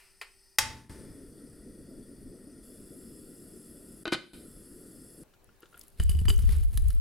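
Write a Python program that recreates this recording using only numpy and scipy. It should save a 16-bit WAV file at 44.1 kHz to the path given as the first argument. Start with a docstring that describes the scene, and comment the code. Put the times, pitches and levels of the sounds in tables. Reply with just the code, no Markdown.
"""Gas flame, glass lid and soft potatoes

A gas knob clicks, the burner lights with a snap and hisses under a pot, and a glass lid is set on the rim.
Then, at another counter, a pot is tipped and soft cooked potato pieces thud into a glass bowl,
shaking the counter on which the microphone stands. Blows are noise puffs plus dying sines; gas, air,
sliding and shaking are coloured noise; a kitchen tail follows the blows."""
import sys
import numpy as np
from scipy import signal
from scipy.fft import rfft, irfft
from scipy.io import wavfile
from scipy.ndimage import uniform_filter1d

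SR = 44100
rng = np.random.default_rng(int(sys.argv[2]) if len(sys.argv) > 2 else 0)


def to_wav(s):
    """Save 16-bit WAV."""
    ch = np.atleast_2d(s).T  # columns
    pcm = np.round(np.clip(ch, -1, 1) * 32767)  # PCM
    wavfile.write(sys.argv[1], SR, pcm.astype(np.int16))


N = 308730  # samples
BINS, FRAMES = np.fft.rfftfreq(2048, 1 / SR), N // 512 + 5  # noise frequencies in Hz, noise frames
MOVE_S = 5.236  # from the stove to the other counter


def gain_of(db):
    """Decibels to gain."""
    return 10 ** (np.asarray(db) / 20)


def seconds():
    """Time of every sample."""
    return np.arange(N) / SR


def evened(x):
    """Scales to rms 1."""
    return x / np.sqrt(np.mean(x ** 2) + 1e-20)


def read(points, hz):
    """Reads a spectrum on a log-frequency axis."""
    f, value = np.transpose(points)
    return np.interp(np.log(hz + 1), np.log(f + 1), value)


def follow(rows):
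    """Columns of a table of steps, one value a sample."""
    s, *columns = np.transpose(rows)
    step = np.searchsorted(s[1:], seconds())
    return [column[step] for column in columns]


def add(mix, s, sound):
    """Mixes a sound in at s seconds."""
    part = mix[round(s * SR):][:len(sound)]
    part += sound[:len(part)]


def swell(start, end, rise_db, fall_db):
    """Gain that rises to 1 at start, holds to end and falls; slopes in dB per second."""
    t = seconds()
    before_db = abs(rise_db) * np.maximum(start - t, 0)
    after_db = abs(fall_db) * np.maximum(t - end, 0)
    return gain_of(-np.minimum(before_db + after_db, 200))


def noise(db, same=.8, patchy_db=1.5):
    """Two channels of noise with drifting patches; db is the colour per bin, same the channel likeness."""
    a, b, c, d, patches = rng.standard_normal((FRAMES, 1025, 5)).T
    patches = uniform_filter1d(patches, size=20, axis=0)  # smooth over frequency
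    patches = evened(uniform_filter1d(patches, size=6, axis=1))  # smooth over time
    same = np.clip(same, -1, 1)
    left = a + 1j * b
    right = same * left + np.sqrt(1 - same ** 2) * (c + 1j * d)
    z = np.array([left, right]) * gain_of(db[:, None] + patchy_db * patches)
    out = signal.istft(z, nperseg=2048, noverlap=1536)[1][:, :N]
    return out / np.sqrt(np.mean(out.mean(0) ** 2))


def ring(modes, spot_db=0):
    """Dying sines of a struck object; spot_db scatters their levels and slightly bends their pitches."""
    bend_per_db = .003  # what rests on the object bends its pitch
    t = np.arange(SR * 3 // 4) / SR
    shifts_db, bends = spot_db * rng.standard_normal((2, len(modes)))
    out = np.zeros(len(t))
    for (hz, db, t60), shift, bend in zip(modes, shifts_db, bends):
        fading = gain_of(db + shift - 60 * t / t60)
        out += fading * np.sin(2 * np.pi * hz * (1 + bend_per_db * bend) * t)
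    return out


def burst(colour, t60, tilt_db, count=8192):
    """A coloured puff of noise with a sharp start; tilt_db brightens it per octave."""
    t, hz = np.arange(count) / SR, np.fft.rfftfreq(count, 1 / SR)
    colour_db = read(colour, hz) + tilt_db * np.log2(hz / 2000 + 0.052)
    puff = irfft(rfft(rng.standard_normal(len(t))) * gain_of(colour_db))
    attack = np.minimum(t / 0.0006, 1)
    return evened(puff) / 2 * gain_of(-60 * t / max(t60, .003)) * attack


def strikes(events, colour, modes, count=8192, spot_db=2.5):
    """Each blow is a puff of contact noise and a ring; every spot wakes the modes unevenly."""
    out = np.zeros(N)
    for s, db, t60, tilt_db, ring_db in events:
        add(out, s, gain_of(db) * burst(colour, t60, tilt_db, count=count))
        add(out, s, gain_of(ring_db) * ring(modes, spot_db))
    return out


# Knob clicks, the last being the igniter snap. 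Each row: start in seconds, contact level in dB,
# burst t60 in seconds, brightness in dB per octave, ring level in dB
CLICKS = [(0, -53.5, 0.61, 3, -80.5), (.213, -30.5, 0.097, 0, -76), (0.5849, 6.5, 0.032, 0.5, -23.5)]
# Colour of the knob detent. Each row: frequency in Hz, level in dB per Hz
KNOB_COLOUR = [(200, -44), (420, -15.5), (750, -9.5), (2020, -3.5), (2600, -3.5), (3600, -16.5),
               (4720, -11), (5760, -23), (10800, -18.5), (15000, -34)]
# Ringing grate and top plate, also woken by the snap. Each row: frequency in Hz, level in dB, t60 in seconds
STOVE_MODES = [(883, -4.5, .6), (1254, -20, .4), (1766, -23, .9), (2030, -14, .2), (2159, -30, 1.3),
               (2277, -15, .22), (2396, -27, .8), (2940, -22, .4), (4947, -22, .4), (5098, -23, .4)]


def knob_clicks():
    """The detent clicks in noise puffs and faintly rings the stove."""
    return strikes(CLICKS[:-1], KNOB_COLOUR, STOVE_MODES, count=16384)


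# The valve turned in steps. Each row: start in seconds, hiss level in dB, setting (0 unlit, 1 low, 2 wide)
VALVE = [(0, -65, 0), (.585, -62.5, 1), (2.63, -57.5, 2)]
# Hollows of burner and pot that colour the gas jets. Each row: frequency in Hz, width in Hz,
# then levels in dB unlit, with the flame low and with the valve opened wider
JETS = [(1383, 174, -20, -9, -8), (1882, 92, -11.5, -7, -9), (2480, 31, -15, -19, -36.5),
        (2790, 240, -24, -22.5, -18), (3432, 48, -28.5, -10.5, -8.5), (4590, 110, -11, -7.5, -7.5),
        (5135, 110, -5, -6.5, -4), (6030, 28, -7, -6.5, -10), (6990, 32, -21, -17, -6.5),
        (7500, 21, -23.5, -15.5, 0.5), (8070, 120, -8, -4, -2), (8390, 49, -16.5, -15, 3),
        (8800, 52, -3.5, 0.5, -1), (9090, 80, -9, -4.5, 0), (9770, 35, -13.5, -2.5, 2.5),
        (9610, 110, -9, -1, -4), (10350, 150, -27, -16.5, -5.5), (10650, 130, -13, -14, -0.5),
        (10850, 85, -22, -15.5, 1.5), (10940, 190, -21, -9, 0), (11700, 83, -19.5, -8, -3),
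        (12500, 300, -21, -17, -8), (13500, 200, -17.5, -23.5, -75), (14600, 200, -26, -25.5, -71)]
# Colour of the flame roar. Each row: frequency in Hz, level in dB per Hz
FLAME_COLOUR = [(12, -39), (20, 1.5), (32, -2.5), (108, -6.5), (261, 2), (427, -5.5), (686, -21.5),
                (795, -38.5), (1000, -39.5), (1300, -65.5), (2200, -120)]


def burner():
    """Jets hiss through the hollows of the burner; the flame flares up, settles and flutters low."""
    light_s, flare_s = .59, 0.35
    flare_hiss_db, flare_roar_db = 9.5, 6.5
    roar_db, sag_db_per_s = -49.5, -.5
    hiss_db, setting = follow(VALVE)
    t = seconds()
    lit = t > light_s
    flare = lit * np.exp(-abs(t - light_s) / flare_s)
    hz, width, *levels_db = np.transpose(JETS)
    peaks = 1 / (1 + (2 * (BINS[:, None] - hz) / width) ** 2) ** 0.93
    jets = np.zeros((2, N))
    for k, db in enumerate(levels_db):
        colour_db = 10 * np.log10(peaks @ gain_of(2 * db))  # hollows add in power
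        jets += np.maximum(1 - abs(setting - k), 0) * noise(colour_db, 0.97, 1.0)
    hiss = gain_of(hiss_db + flare_hiss_db * flare) * jets
    roar_gain = lit * gain_of(roar_db + flare_roar_db * flare + sag_db_per_s * (t - light_s))
    roar = roar_gain * noise(read(FLAME_COLOUR, BINS), 0.95, 2.12)
    return (hiss + roar) * (t < MOVE_S)


# Colour of the air at the stove. Each row: frequency in Hz, level in dB per Hz
STOVE_AIR = [(12, -31), (20, 0), (48, -15), (306, -27), (387, -17), (464, -29), (938, -26.5), (1500, -52),
             (1950, -61), (3300, -120)]
# Colour of the air at the other counter. Each row: frequency in Hz, level in dB per Hz
COUNTER_AIR = [(12, -35.5), (20, -3.5), (96, -15), (499, -19.5), (660, -23), (1710, -31.5), (1910, -34),
               (16000, -41)]
# Thin steady hum. Each row: frequency in Hz, level in dB
HUM = [(387.6, -78)]


def air():
    """Quiet kitchen air as coloured noise at either place, with a thin hum of sines."""
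    t = seconds()
    hum = sum(np.sqrt(2) * gain_of(db) * np.sin(2 * np.pi * hz * t) for hz, db in HUM)
    stove = gain_of(-69) * noise(read(STOVE_AIR, BINS), 0.54, 0.93)
    counter = gain_of(-63) * noise(read(COUNTER_AIR, BINS), 0.52, 1.9)
    return hum + np.where(t < MOVE_S, stove, counter)


# Colour of the igniter snap. Each row: frequency in Hz, level in dB per Hz
SNAP_COLOUR = [(59, -31.5), (100, -31), (691, -9.5), (910, -5.5), (2000, -2), (2220, -8), (4290, -11),
               (4670, -7), (11200, -14), (16000, -26)]
# Colour of gas catching fire. Each row: frequency in Hz, level in dB per Hz
WHOOMP_COLOUR = [(25, -8.5), (85, 2.5), (140, -3.5), (300, -45.5)]


def ignition():
    """A snap rings the stove, the gas catches with a low puff and the burning gas rushes on."""
    snap_s = CLICKS[-1][0]
    out = strikes(CLICKS[-1:], SNAP_COLOUR, STOVE_MODES, spot_db=1)
    add(out, snap_s, gain_of(-28.0) * burst(WHOOMP_COLOUR, 1.2, 0, count=32768))
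    add(out, snap_s, gain_of(-31) * burst(SNAP_COLOUR, 0.88, -1.5, count=32768))
    return out


# Lid touching the rim. Each row: start in seconds, contact level in dB, brightness in dB per octave,
# ring level in dB
TOUCHES = [(4.0548, -6, -6.5, -17.5), (4.069, -10, -6, -26), (4.078, -11, -3.5, -18.5),
           (4.1203, -13, 4, -27), (4.1235, 1, -4.5, -12.5), (4.129, -5, 3, -23), (4.134, -4.5, 2, -23),
           (4.142, -6.5, 0, -25), (4.147, -7.5, -3.5, -24), (4.152, -16, -1, -34)]
# Colour of the lid knock. Each row: frequency in Hz, level in dB per Hz
KNOCK_COLOUR = [(47, -46), (80, -20.5), (203, -8.5), (1020, -11), (1510, -5.5), (2770, -9), (3830, -5.5),
                (6570, -23), (11000, -23.5), (14000, -61)]
# Ringing glass lid. Each row: frequency in Hz, level in dB, t60 in seconds
LID_MODES = [(350, 1, 0.06), (646, -18, .07), (1247, -9, 0.075), (1485, 3.5, 0.05), (2080, -12, 0.14),
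             (2445, -3, 0.061), (2710, -18, .12), (3040, -11, 0.14), (3280, -14, 0.033), (3830, -4, 0.031),
             (4000, -9, 0.04), (4660, -12.5, 0.065)]


def lid_touches():
    """The glass lid meets the rim in quick knocks, each waking its modes."""
    touch_t60_s = 0.032
    events = [(s, db, touch_t60_s, tilt_db, ring_db) for s, db, tilt_db, ring_db in TOUCHES]
    return strikes(events, KNOCK_COLOUR, LID_MODES)


# Soft bumps of the tipped pot. Each row: start in seconds, contact level in dB, brightness in dB per octave
BUMPS = [(5.337, -57, 9.5), (5.491, -54, -7.5), (5.622, -56.5, 15), (5.631, -43, -1.5), (5.656, -53.5, 8),
         (5.728, -53.5, -4), (5.743, -46.5, 1), (5.772, -51, 1.5)]
# Colour of the bumps. Each row: frequency in Hz, level in dB per Hz
BUMP_COLOUR = [(120, -47), (200, -36), (403, 6), (591, -10), (1140, -19), (1400, 4), (2010, -16),
               (3000, -11.5), (9000, -39.5), (11700, -73), (19800, -120)]
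# Ringing pot. Each row: frequency in Hz, level in dB, t60 in seconds
POT_MODES = [(430, -8, 0.031), (1406, 2.5, 0.051), (1640, -9, 0.048), (2850, -3, 0.028)]


def pot_bumps():
    """The tipped pot bumps softly, its ring set below each contact puff."""
    bump_t60_s = 0.065
    events = [(s, db, bump_t60_s, tilt_db, db - 8.5) for s, db, tilt_db in BUMPS]
    return strikes(events, BUMP_COLOUR, POT_MODES)


# Wet pieces peeling off one another. Each row: start in seconds, level in dB, pitch in Hz
TICKS = [(5.443, -46, 9800), (5.605, -44, 11900), (5.776, -35.5, 10500), (5.7932, -31.5, 10400),
         (5.8127, -32, 4830), (5.881, -35, 9740), (6.035, -25, 8400), (6.26, -42, 3000), (6.297, -24, 1200),
         (6.361, -38, 6500), (6.379, -34, 8500), (6.3905, -31.5, 2580), (6.3954, -32, 9190),
         (6.424, -41, 6000), (6.454, -40, 8000), (6.4667, -46, 1800), (6.4914, -30.5, 2100),
         (6.5648, -33, 9400), (6.729, -38, 11000), (6.743, -43, 9000), (6.821, -32.5, 10600),
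         (6.8831, -26.5, 10400), (6.929, -35, 10500), (6.949, -42, 11000)]


def sticky_ticks():
    """Tiny sticky snaps: short puffs around a pitch."""
    out = np.zeros(N)
    for s, db, hz in TICKS:
        colour = [(hz / 2, -26), (hz, 0), (hz * 1.4, -12)]
        add(out, s, gain_of(db) * burst(colour, .012, 0))
    return out


# Pieces sliding and rolling over one another. Each row: peak time in seconds, rise in dB per second,
# fade in dB per second, wet slither level in dB, tumbling level in dB
SLIDES = [(5.84, 87.5, 121, -61.5, -69.5), (6.003, 600, 138, -52.5, -55), (6.095, 6000, 400, -40, -51.5),
          (6.18, 200, 120, -54, -60.5), (6.292, 1500, 330, -36, -44), (6.4, 150, 48, -52.5, -61),
          (6.53, 111, 150, -52, -50), (6.635, 1100, 280, -54, -66), (6.734, 5000, 151.5, -52.5, -62),
          (6.891, 68, 83, -59, -62)]
# Colour of the wet slither. Each row: frequency in Hz, level in dB per Hz
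SLITHER_COLOUR = [(3240, -12.5), (5500, -14.5), (9400, 1.5), (12000, -0.5), (14100, -11), (16000, -23)]
# Colour of the tumbling. Each row: frequency in Hz, level in dB per Hz
TUMBLE_COLOUR = [(180, -35), (400, 9), (600, -18.5), (1130, -7), (3300, -6), (5200, -7.5), (8000, -44)]


def sliding_pieces():
    """Wet faces slide and crackle: noise broken up by a random train of contacts letting go."""
    swells = np.array([swell(s, s, rise, fade) ** 2 for s, rise, fade, *_ in SLIDES])
    powers = gain_of(np.transpose(SLIDES)[3:]) ** 2
    slither_gain, tumble_gain = np.sqrt(powers @ swells)  # slides add in power
    heights = gain_of(3.9 * np.minimum(rng.exponential(1, N), 3))
    snaps = heights * (rng.random(N) < 350 / SR)  # about 350 a second
    grain = 1 + signal.lfilter([1], [1, -.985], snaps)  # contacts break suddenly and fade in a few ms
    slither = slither_gain * noise(read(SLITHER_COLOUR, BINS), 0.94, 1.5)
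    tumble = tumble_gain * noise(read(TUMBLE_COLOUR, BINS), 0.88, 1.0)
    return slither * evened(grain) + tumble * evened(grain ** .4)


# Rushes of pieces that shake the counter. Each row: start in seconds, end in seconds, level in dB
RUSHES = [(6, 6.691, -27), (6.729, 6.938, -26), (6.987, 7.1, -41)]
# Colour of the counter moving up and down. Each row: frequency in Hz, level in dB per Hz
SHAKE_COLOUR = [(12, -23), (20, 2), (66, 10.5), (94, -3.5), (136, -27), (163, -28), (195, -41), (300, -53),
                (390, -66), (660, -120)]


def counter_shake():
    """Low noise as the counter shakes under the rushes; a faint shake grows as the pot leans over."""
    rise_db_per_s, fall_db_per_s = 2500, 397
    load = gain_of(-68) * swell(5.99, N / SR, 200, 0)  # the leaning pot
    for start, end, db in RUSHES:
        load += gain_of(db) * swell(start, end, rise_db_per_s, fall_db_per_s)
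    return load * noise(read(SHAKE_COLOUR, BINS), .97, 1.2)


# Pieces landing in the bowl. Each row: start in seconds, contact level in dB, brightness in dB per octave,
# glass ring level in dB, counter thud level in dB
LANDINGS = [(5.9996, -23.5, -1.5, -36, -12.5), (6.029, -41, 1.5, -48, -39), (6.0939, -29.5, 7.5, -36, -15),
            (6.116, -47, 3, -46, -36), (6.1506, -32, -15, -47.5, -21.5), (6.1897, -44, 2, -44, -25),
            (6.2155, -43.5, -3, -69, -15), (6.2535, -29, 0, -52, -15.5), (6.283, -22.5, -4, -25, -20.5),
            (6.3015, -18, -1, -24.5, -18), (6.3909, -36.5, 1, -50, -19.5), (6.4381, -42, -1, -56, -16),
            (6.4915, -35.5, 1.5, -54, -16.5), (6.631, -47, -1.5, -56, -40), (6.732, -44, 1, -71, -33),
            (6.7738, -21, 5, -55, -21.5), (6.9029, -31, 3, -62, -39)]
# Colour of the wet slap. Each row: frequency in Hz, level in dB per Hz
SLAP_COLOUR = [(180, -25), (300, -0.5), (855, -19), (1760, -9), (2070, -23.5), (3730, -17), (7540, -29),
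               (10300, -14), (15000, -39)]
# Ringing glass bowl. Each row: frequency in Hz, level in dB, t60 in seconds
BOWL_MODES = [(398.6, -19, 0.3), (1170, -17.5, 0.041), (2984, 3.5, 0.037), (2995, -26, 0.09),
              (4760, -4, 0.035), (6400, -19, .05), (7300, -17, 0.07), (7800, -12, 0.045)]


def bowl_landings():
    """Soft pieces slap the glass and wake the modes of the bowl."""
    slap_t60_s = 0.025
    events = [(s, db, slap_t60_s, tilt_db, ring_db) for s, db, tilt_db, ring_db, _ in LANDINGS]
    return strikes(events, SLAP_COLOUR, BOWL_MODES, spot_db=1.25)


def counter_thuds():
    """Each landing pushes the counter down, and it rings in two low modes."""
    thud = -ring([(67.6, 1.5, 0.056), (144.0, -20.0, 0.15)])  # minus: down first
    thud = thud * np.minimum(np.arange(len(thud)) / (0.00376 * SR), 1)  # the thud swells in over a few ms
    out = np.zeros(N)
    for s, *_, thud_db in LANDINGS:
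        add(out, s, gain_of(thud_db) * thud)
    return out


# Colour of the swaying stand. Each row: frequency in Hz, level in dB per Hz
STAND_COLOUR = [(15, -31), (26, -8.5), (31, 0), (36, -14), (55, -44), (120, -52), (300, -67), (700, -120)]


def stand_sway():
    """The stand is set swaying and calms slowly: deep noise, opposite in the two channels."""
    swing = gain_of(-21) * swell(6.005, 6.005, 2500, 2)
    return swing * noise(read(STAND_COLOUR, BINS), 1, 1.)[0] * np.array([[1.15], [-1]])


# Decay of the kitchen. Each row: frequency in Hz, t60 in seconds
KITCHEN_DECAY = [(200, 0.5), (1000, 0.33), (4000, 0.42), (10000, 0.26), (15000, 0.044)]


def kitchen(x):
    """Sparse taps of random sign, each band dying at its own speed."""
    taps = np.zeros((2, SR))
    at = np.arange(200, SR - 20, 20) + rng.integers(0, 20, (2, (SR - 201) // 20))
    np.put_along_axis(taps, at, rng.choice([-1., 1.], at.shape), 1)
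    hz, t, z = signal.stft(taps, SR, nperseg=256)
    decay = gain_of(-60 * t / read(KITCHEN_DECAY, hz)[:, None])
    tail = signal.istft(z * decay, SR, nperseg=256)[1]
    tail = tail + 0.46 * tail[::-1]  # the two capsules sit close together
    return signal.fftconvolve(x[None], tail / np.linalg.norm(tail[0]), axes=1)[:, :N]


def leaning(db):
    """Channel gains that raise the left and lower the right by db."""
    return gain_of([[db], [-db]])


def first_echoes(near):
    """Tiles and counter answer at once, otherwise on either side; delays in samples."""
    left, right = near
    return np.array([np.roll(left, 130) - np.roll(right, 57), np.roll(right, 170) - np.roll(left, 83)])


def scene():
    """All sources, the knocks and ticks with the kitchen behind them."""
    knob, snap, lid = knob_clicks(), ignition(), lid_touches()
    food = bowl_landings() + pot_bumps()
    sticky = sticky_ticks()
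    to_kitchen = gain_of(-13.5) * knob + gain_of(-11.0) * snap + gain_of(-14.5) * lid
    to_kitchen += gain_of(-19) * (food + sticky)
    near = (knob + snap + lid + food) * leaning(.6) + sticky * leaning(1.8)
    near = near + gain_of(-16.5) * first_echoes(near)
    steady = (burner() + air()) * leaning(.7)
    moving = (counter_shake() + counter_thuds()) * leaning(.8) + stand_sway() + sliding_pieces()
    return near + kitchen(to_kitchen) + steady + moving


# The whole level dips around the two loudest knocks and springs back. Each row: start in seconds,
# end in seconds, first level in dB, last level in dB
DIPS = [(.565, .8952, -8, -17), (4.0345, 4.3335, -15, -15)]


def level_dips():
    """Gain that drops at once, deepens mostly towards the end of a dip and springs back."""
    t = seconds()
    dip_db = np.zeros(N)
    for start, end, first, last in DIPS:
        progress = np.clip((t - start) / (end - start), 0, 1)
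        dip_db += ((t > start) & (t < end)) * (first + (last - first) * progress ** 3)
    return gain_of(dip_db)


def record(dry):
    """Wider treble, the level dips, the loudest peaks are rounded off, then the band limits."""
    wide_hz, wide_db = 8050, 6.5  # the capsules face apart, so the treble is wider
    rumble_hz, edge_hz, ceiling = 12, 16200, .38
    side = (dry[0] - dry[1]) / 2
    bright = signal.filtfilt(*signal.butter(1, wide_hz, "high", fs=SR), side)
    wide = dry + (gain_of(wide_db) - 1) * bright * np.array([[1], [-1]])
    rounded = ceiling * np.tanh(wide * level_dips() / ceiling)
    rounded = signal.sosfilt(signal.butter(1, rumble_hz, "high", fs=SR, output="sos"), rounded)
    treble_edge = signal.firwin(511, edge_hz, window=("kaiser", 9), fs=SR)
    return signal.oaconvolve(rounded, treble_edge[None], "same")


dry = scene()
out = record(dry)
to_wav(out)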